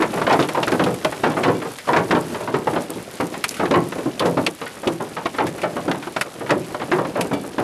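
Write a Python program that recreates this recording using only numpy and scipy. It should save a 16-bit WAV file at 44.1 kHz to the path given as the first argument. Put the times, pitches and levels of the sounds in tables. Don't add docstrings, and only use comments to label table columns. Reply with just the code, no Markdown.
import sys
import numpy as np
from scipy import signal
from scipy.fft import rfft, irfft, next_fast_len
from scipy.io import wavfile
from scipy.ndimage import uniform_filter1d, minimum_filter1d, map_coordinates

SR = 44100
rng = np.random.default_rng(int(sys.argv[2]) if len(sys.argv) > 2 else 0)


def master(y):
    cut = np.clip(np.atleast_2d(y).T, -1, 1)
    pcm = np.round(cut * 32767)
    wavfile.write(sys.argv[1], SR, pcm.astype(np.int16))


N = 336480


def amp(db):
    return 10 ** (np.asarray(db) / 20)


def unit(x):
    return x / np.sqrt(np.mean(x ** 2, axis=-1, keepdims=True) + 1e-20)


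def along(points, hz):
    f, v = np.transpose(points)
    return np.interp(np.log(hz + 1), np.log(f + 1), v)


def coloured(x, points):
    n = x.shape[-1]
    m = next_fast_len(n + 512)
    gain = amp(along(points, np.fft.rfftfreq(m, 1 / SR)))
    return irfft(rfft(x, m) * gain, m)[..., :n]


def wobble(rate):
    points = rng.standard_normal(int(N * rate / SR) + 4)
    return map_coordinates(points, [np.arange(N) * rate / SR])


def placed(times, sounds):
    out = np.zeros(N + sounds.shape[1])
    for s, sound in zip(times, sounds):
        out[int(s * SR):][:len(sound)] += sound
    return out[:N]


def patter(rate, spread_db, t60):
    chance, size = rng.random(N), rng.exponential(size=N)
    stones = (chance < rate / SR) * amp(spread_db * size.clip(0, 3))
    t = np.arange(SR // 4) / SR
    power = signal.fftconvolve(stones ** 2, amp(-120 * t / t60))[:N]
    return np.sqrt(np.abs(power))


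PELLET_HZ, PELLET_CYCLES = 2200, 14


def pellets(count=1400):
    when, pitch = rng.random(count), rng.standard_normal((count, 1))
    size = rng.exponential(size=(count, 1))
    t = np.arange(SR // 50) / SR
    hz = (PELLET_HZ * amp(5 * pitch)).clip(500, 7000)
    fade = amp(2.6 * size.clip(0, 3) - 60 * t * hz / PELLET_CYCLES)
    return unit(placed(when * N / SR, fade * np.sin(2 * np.pi * hz * t)))


# (time [s], level [dB])
DRUM_LEVELS = [(0.0, -22), (0.36, -34.5), (1.55, -32.5), (1.78, -45), (2.12, -31), (3.23, -37), (4.27, -31),
               (4.59, -42), (5.61, -34.5), (6.33, -41), (7.2, -29), (7.63, -39.5)]
# (frequency [Hz], level per hertz [dB])
DRUM_TONE = [(25, -6.5), (134, 3.5), (294, 7.5), (604, 2), (753, -3.5), (3000, -21.5), (3900, -71)]
# (frequency [Hz], level per hertz [dB])
HISS_TONE = [(710, -4), (1200, -5), (1550, -5.5), (6490, -13), (10800, -13), (14100, -23), (14900, -48),
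             (15400, -78)]
HISS_DB, HISS_FADE_DB, HISS_FADE_S = -45.5, 6, 3.25
TAPS_DB, PELLETS_DB, TICKS_DB = -3.5, -3.5, -5.5


def storm():
    s, drum_db = np.transpose(DRUM_LEVELS)
    t = np.arange(N) / SR
    drum_noise, hiss_noise, tap_noise, tick_noise = rng.standard_normal((4, N))
    drum_swell = patter(60, spread_db=6.5, t60=0.12) + 1.84
    drum = unit(coloured(drum_noise * drum_swell, DRUM_TONE))
    hiss = unit(coloured(hiss_noise, HISS_TONE)) * amp(1.7 * wobble(22))
    taps = unit(coloured(tap_noise * patter(260, spread_db=3.5, t60=0.018), GLASS_TONE))
    ticks = unit(coloured(tick_noise * patter(200, spread_db=5.0, t60=0.009), SPLINTER_TONE))
    road = hiss + amp(TAPS_DB) * taps + amp(PELLETS_DB) * pellets() + amp(TICKS_DB) * ticks
    road_db = HISS_DB + HISS_FADE_DB * np.exp(-t / HISS_FADE_S)
    return amp(np.interp(t, s, drum_db)) * drum + amp(road_db) * road


# (time [s], level [dB], loudest panel pitch [Hz],
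# sharp-edge level [dB], fade by 60 dB from the panel's own damping [s])
ROOF_HITS = [(0.002, -7.5, 345, -18, 0.22), (0.02, -7, 950, -9.5, 0.36), (0.131, -16.5, 453, -10, 0.59),
             (0.172, -14, 388, -11, 0.55), (0.215, -7.5, 280, -12.5, 0.19), (0.2662, -6, 655, -11.5, 0.52),
             (0.297, 0.5, 887, -13, 0.55), (0.317, -9, 1040, -7, 0.33), (0.331, -4, 680, -12, 0.35),
             (0.391, -3.5, 318, -16, 0.25), (0.424, -13.5, 302, -15, 0.72), (0.485, -16.5, 584, -14, 0.72),
             (0.547, -12, 960, -12.5, 0.6), (0.571, -8, 935, -22, 0.48), (0.627, -9, 387, -15, 0.12),
             (0.673, -11, 350, -12.5, 0.6), (0.721, -7.5, 275, -14.5, 0.82),
             (0.794, -7.5, 533, -10.5, 0.58), (0.814, -10.5, 300, -37, 1), (0.861, -9.5, 476, -16.5, 1),
             (1.046, -4, 617, -10, 0.16), (1.122, -15.5, 850, -10, 0.19), (1.235, -7, 259, -8, 0.5),
             (1.261, -10, 300, -16, 1), (1.303, -20, 316, -6, 1), (1.367, -9, 590, -14.5, 0.63),
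             (1.432, -13, 376, -6.5, 1), (1.447, -7.5, 1100, -14, 1), (1.48, -7.5, 250, -14.5, 1),
             (1.616, -18, 300, -8.5, 0.66), (1.652, -18.5, 432, -19, 0.46), (1.871, -16, 610, -13, 0.91),
             (1.886, -6.5, 960, -15, 0.83), (1.93, -7, 405, -10.5, 0.58), (1.962, -4, 427, -10.5, 0.84),
             (2.107, -2, 354, -11.5, 0.39), (2.148, -7, 250, -13.5, 0.88), (2.344, -14.5, 595, -10.5, 0.53),
             (2.403, -17.5, 590, -16, 0.97), (2.473, -14, 980, -15, 0.74), (2.54, -7, 304, -14.5, 0.47),
             (2.67, -5.5, 890, -18.5, 0.27), (2.731, -14, 256, -16.5, 1), (2.758, -10, 590, -14, 0.53),
             (2.896, -17.5, 314, -21, 0.31), (2.96, -14.5, 345, -32, 0.18), (3.2, -9, 276, -15, 0.55),
             (3.339, -19.5, 604, -3, 0.21), (3.4394, -8.5, 1280, -3, 0.063), (3.595, -10, 370, -13, 1),
             (3.628, -10.5, 440, -23, 0.59), (3.654, -14.5, 272, -3.5, 0.12), (3.709, -6.5, 274, -21, 1),
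             (3.738, -6.5, 1060, -9, 1), (3.759, -9, 516, -30, 0.96), (3.921, -17, 576, -2.5, 0.11),
             (3.984, -16.5, 434, -15, 0.42), (4.058, -9, 315, -27.5, 0.24), (4.202, -11, 1020, -20, 0.37),
             (4.218, -11.5, 587, -14.5, 0.97), (4.251, -6.5, 450, -26, 0.89), (4.37, -6, 280, -19, 0.54),
             (4.468, -13, 325, -19, 0.21), (4.613, -19, 437, -8, 0.77), (4.663, -32, 1400, 9.5, 0.31),
             (4.766, -30, 369, -9, 0.49), (4.831, -17.5, 550, -15, 0.52), (4.869, -7.5, 290, -27, 0.23),
             (4.888, -16, 332, -24, 1), (5, -15.5, 1040, -22, 1), (5.165, -17.5, 870, -8, 1),
             (5.256, -7, 470, -7, 0.11), (5.344, -26.5, 1100, -1.5, 0.71), (5.383, -9, 910, -9.5, 0.34),
             (5.401, -8, 886, -15.5, 0.42), (5.438, -12.5, 630, -32, 0.66), (5.579, -24, 250, -6, 0.77),
             (5.632, -8, 608, -12.5, 0.48), (5.764, -13, 590, -16, 0.42), (5.879, -8.5, 329, -18.5, 0.49),
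             (5.912, -13, 396, -3, 0.1), (5.944, -18.5, 288, -13, 0.73), (6.024, -26, 1090, -1.5, 0.6),
             (6.07, -14.5, 350, -16, 0.11), (6.162, -10.5, 640, -7.5, 0.16), (6.211, -14, 1320, -6, 0.13),
             (6.256, -23.5, 520, -17, 0.36), (6.407, -18, 477, -17, 0.94), (6.461, -28, 358, 1, 1),
             (6.492, -11.5, 930, -9.5, 0.79), (6.508, -4, 596, -16, 0.4), (6.562, -15, 357, -32, 0.73),
             (6.744, -12, 630, -14, 0.16), (6.797, -22, 413, -6, 0.51), (6.815, -15, 764, -9.5, 0.23),
             (6.915, -6.5, 362, -9, 1), (6.984, -9.5, 1040, -19, 1), (7.048, -16, 317, -10, 0.2),
             (7.085, -16, 300, -37, 0.077), (7.154, -15, 570, -13, 0.97), (7.176, -11, 980, -23, 0.8),
             (7.209, -25, 313, -5, 0.81), (7.312, -10, 264, -22.5, 0.95), (7.437, -23.5, 610, -16, 0.33),
             (7.581, -9, 290, -15, 1)]
# (frequency [Hz], level [dB])
ROOF_TONE = [(40, -54), (100, -1), (150, 2.5), (174, 6), (205, -4), (320, 3.5), (600, 3), (1100, 2.5),
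             (2000, -0.5), (4000, -10), (8000, -26)]
# (frequency [Hz], fade by 60 dB [s])
ROOF_FADE = [(80, 1), (200, 1), (500, 0.53), (1200, 0.28), (3000, 0.17), (6000, 0.083)]
EDGE_USUAL_DB, PANEL_USUAL_HZ = -10, 440
BOOM_DB, BOOM_PER_EDGE, BOOM_DB_PER_OCTAVE = -10, -0.29, -1.5
DULL_PER_EDGE = 0.35
DENT_DB, DENT_DB_PER_OCTAVE = -7, -6.5
DENT_HZ, DENT_T60 = 319, 0.038
SPREAD_S = 0.0013


def roof(count=340):
    s, db, panel_hz, edge_db, t60 = np.transpose(ROOF_HITS)[:, :, None]
    sharper_db = edge_db - EDGE_USUAL_DB
    panel_octaves = np.log2(panel_hz / PANEL_USUAL_HZ)
    boom_db = BOOM_DB + BOOM_PER_EDGE * sharper_db + BOOM_DB_PER_OCTAVE * panel_octaves

    t = np.arange(2 * SR // 5) / SR
    hz = 45 + 7955 * ((np.arange(count) + rng.random(count)) / count) ** 1.8
    rise = 1 - np.exp(-t * hz[:, None] / 1.66)
    fade = amp(-60 * t / along(ROOF_FADE, hz)[:, None])
    modes = np.sin(2 * np.pi * (hz[:, None] * t + rng.random((count, 1)))) * fade * rise

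    spacing = np.sqrt(np.gradient(hz).clip(1))
    away = np.log(hz / panel_hz)
    panel = amp(7 * np.exp(-(away / 0.09) ** 2) + 6.4 * np.exp(-(away / 2.2) ** 2))
    tilt = amp(DULL_PER_EDGE * sharper_db * np.log2(hz.clip(250, 1500) / PANEL_USUAL_HZ))
    strength = rng.standard_normal((len(s), count)) * amp(along(ROOF_TONE, hz)) * spacing * panel * tilt

    low = along([(180, 1.0), (300, 0.01)], hz)
    high = along([(1200, 0.055), (2000, 0.85)], hz)
    blows = unit(strength * (1 - low - high))
    blows += amp(boom_db) * unit(strength * low) + amp(edge_db) * unit(strength * high)
    ring = amp(-60 * t / t60) * (blows @ modes) / np.sqrt(2 * count)

    dent_db = DENT_DB + DENT_DB_PER_OCTAVE * panel_octaves
    dent_hz = DENT_HZ * amp(rng.standard_normal(s.shape))
    dent = -amp(dent_db - 60 * t / DENT_T60) * np.sin(2 * np.pi * dent_hz * t)
    return placed(s[:, 0], amp(db) * (dent + ring * (1 - np.exp(-t / SPREAD_S))))


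# (time [s], level [dB], splinter level [dB],
# pitch of the spot [Hz], fade by 60 dB [s])
GLASS_HITS = [(0.022, -17, -14, 1540, 0.042), (0.3062, -15, -18, 1780, 0.075),
              (0.3257, -11, -30, 1620, 0.062), (0.3983, -13.5, -21, 1500, 0.083),
              (0.4253, -17.5, -31, 2900, 0.084), (0.4877, -17.5, -9, 2340, 0.07),
              (0.6297, -12.5, -25, 2800, 0.067), (0.679, -14.5, -14, 1680, 0.05),
              (0.718, -18, -13, 1750, 0.053), (0.8384, -16, -10, 3020, 0.05), (0.942, -29, 3, 2210, 0.034),
              (1.047, -11.5, -10, 2360, 0.036), (1.435, -13, -32, 1970, 0.049),
              (1.785, -25, -20, 1870, 0.14), (1.965, -16.5, -23, 1510, 0.13),
              (2.1112, -10, -29, 1510, 0.05), (3.2082, -23, -6, 1960, 0.053),
              (3.4403, -12, -4, 2250, 0.067), (3.481, -31, 6, 5840, 0.18), (3.5083, -31, 6, 2270, 0.13),
              (3.5407, -26.5, -2, 2350, 0.11), (3.566, -26.5, -5, 1510, 0.18),
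              (3.71, -14.5, -26, 2040, 0.067), (4.1944, -13.5, -8, 3230, 0.06),
              (4.256, -17.5, -16, 1540, 0.12), (4.464, -5.5, -18, 2460, 0.054),
              (4.873, -14.5, -19, 2700, 0.06), (5.468, -22.5, -8, 1750, 0.13),
              (5.616, -22, -9, 2150, 0.073), (5.9135, -14, -25, 2370, 0.032),
              (6.1646, -16.5, -22, 1470, 0.055), (6.2107, -9, -6, 2020, 0.052),
              (6.5053, -11, -31, 1870, 0.069), (7.209, -16.5, -1, 2390, 0.071),
              (7.334, -25, -6, 2330, 0.089), ]
# (frequency [Hz], level [dB])
GLASS_TONE = [(700, 7.5), (1500, 4.5), (3000, 6.5), (5000, 3), (8000, -5), (14000, -23.5)]
# (frequency [Hz], level [dB])
SPLINTER_TONE = [(4000, -17), (7000, -13.5), (11000, -9.5), (13000, -22), (14500, -34), (15500, -47)]
# (frequency [Hz], level [dB])
PANE_MODES = [(1470, 0.5), (1900, -2), (2310, -7), (2600, -4), (3180, -5), (3700, 0.5), (4450, -0.5),
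              (5520, -8)]
PANE_DB, PANE_T60 = -7, 0.029
PANE_SCATTER_DB = 3
SPLINTER_T60 = 0.37
HOLD_S = 0.002


def glass():
    s, db, splinter_db, spot_hz, t60 = np.transpose(GLASS_HITS)[:, :, None]
    t = np.arange(SR // 8) / SR
    after = (t - HOLD_S).clip(0)
    noise = rng.standard_normal((len(s), 2, len(t)))
    hz = np.fft.rfftfreq(len(t), 1 / SR) + 1
    spot = amp(11 * np.exp(-(np.log(hz / spot_hz) / 0.35) ** 2))
    dull = unit(irfft(rfft(coloured(noise[:, 0], GLASS_TONE)) * spot, len(t)))
    bright = unit(coloured(noise[:, 1], SPLINTER_TONE)) * amp(splinter_db - 60 * t / SPLINTER_T60)
    burst = amp(db - 60 * after / t60) * (dull + bright) / 2

    mode_hz, mode_db = np.transpose(PANE_MODES)[:, :, None]
    modes = amp(mode_db - 60 * after / PANE_T60) * np.sin(2 * np.pi * mode_hz * t)
    scatter_db = PANE_SCATTER_DB * rng.standard_normal((len(s), len(PANE_MODES)))
    stirred = amp(scatter_db - 4.2 * np.log2(mode_hz.T / spot_hz) ** 2)
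    ring = amp(db + PANE_DB) * unit(stirred) @ modes / len(PANE_MODES) ** 0.5
    return placed(s[:, 0], (ring + burst) * (1 - np.exp(-t / 0.00037)))


# (time [s], level [dB], pitch [Hz])
CHIP_SNAPS = [(1.397, -25, 8010), (2.212, -23, 8250), (2.808, -25, 4970), (2.8224, -25, 7990),
              (2.904, -15, 9900), (3.0275, -27, 9610), (3.112, -27, 7900), (3.2688, -21.5, 8040),
              (3.4402, -10, 4500), (3.492, -10.5, 5700), (3.8885, -24, 10400), (5.4675, -24, 4930),
              (7.211, -12.5, 4730), (7.2724, -27, 8490)]
CHIP_T60, CHIP_WIDE = 0.011, 0.22


def chips():
    s, db, hz = np.transpose(CHIP_SNAPS)[:, :, None]
    t = np.arange(SR // 40) / SR
    f = np.fft.rfftfreq(len(t), 1 / SR) + 1
    band = np.exp(-(np.log(f / hz) / CHIP_WIDE) ** 2)
    shape = (band + 0.4 * (f > 2500)) * (f < 14500)
    snap = unit(irfft(rfft(rng.standard_normal((len(s), len(t)))) * shape, len(t)))
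    return placed(s[:, 0], amp(db - 6.0 - 60 * t / CHIP_T60) * snap)


# (frequency [Hz], level [dB], fade by 60 dB [s])
TRIM_TONES = [(2317, 0, .27), (2820, -7, .3), (3445, -6, .28), (4598, -9, .2), (7440, -6, .06)]
# (time [s], level [dB])
TRIM_RINGS = [(1.55, -39), (7.331, -32.5)]
TRIM_WAVER_DB = 2.5


def trim():
    s, db = np.transpose(TRIM_RINGS)
    t = np.arange(SR // 3) / SR
    ring = np.zeros(len(t))
    for hz, level, t60 in TRIM_TONES:
        flutter_db = TRIM_WAVER_DB * wobble(49)[:len(t)]
        ring += amp(level - 60 * t / t60 + flutter_db) * np.sin(2 * np.pi * hz * t)
    return placed(s, amp(db)[:, None] * (1 - np.exp(-t / 0.0016)) * ring)


def scene():
    return (storm() + roof() + glass() + chips() + trim())[None]


LIMIT_DB = -5.2
LOW_CUT_HZ, TOP_HZ = 68, 15570


def record(dry):
    need = np.minimum(1, amp(LIMIT_DB) / (np.abs(dry) + 1e-9))
    gain = uniform_filter1d(minimum_filter1d(need, size=220), size=110)
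    m = next_fast_len(N + 4096)
    hz = np.fft.rfftfreq(m, 1 / SR)
    low_cut = (1j * hz / (LOW_CUT_HZ + 1j * hz)) ** 2
    return irfft(rfft(dry * gain, m) * low_cut * (hz < TOP_HZ), m)[..., :N]


dry = scene()
out = record(dry)
master(out)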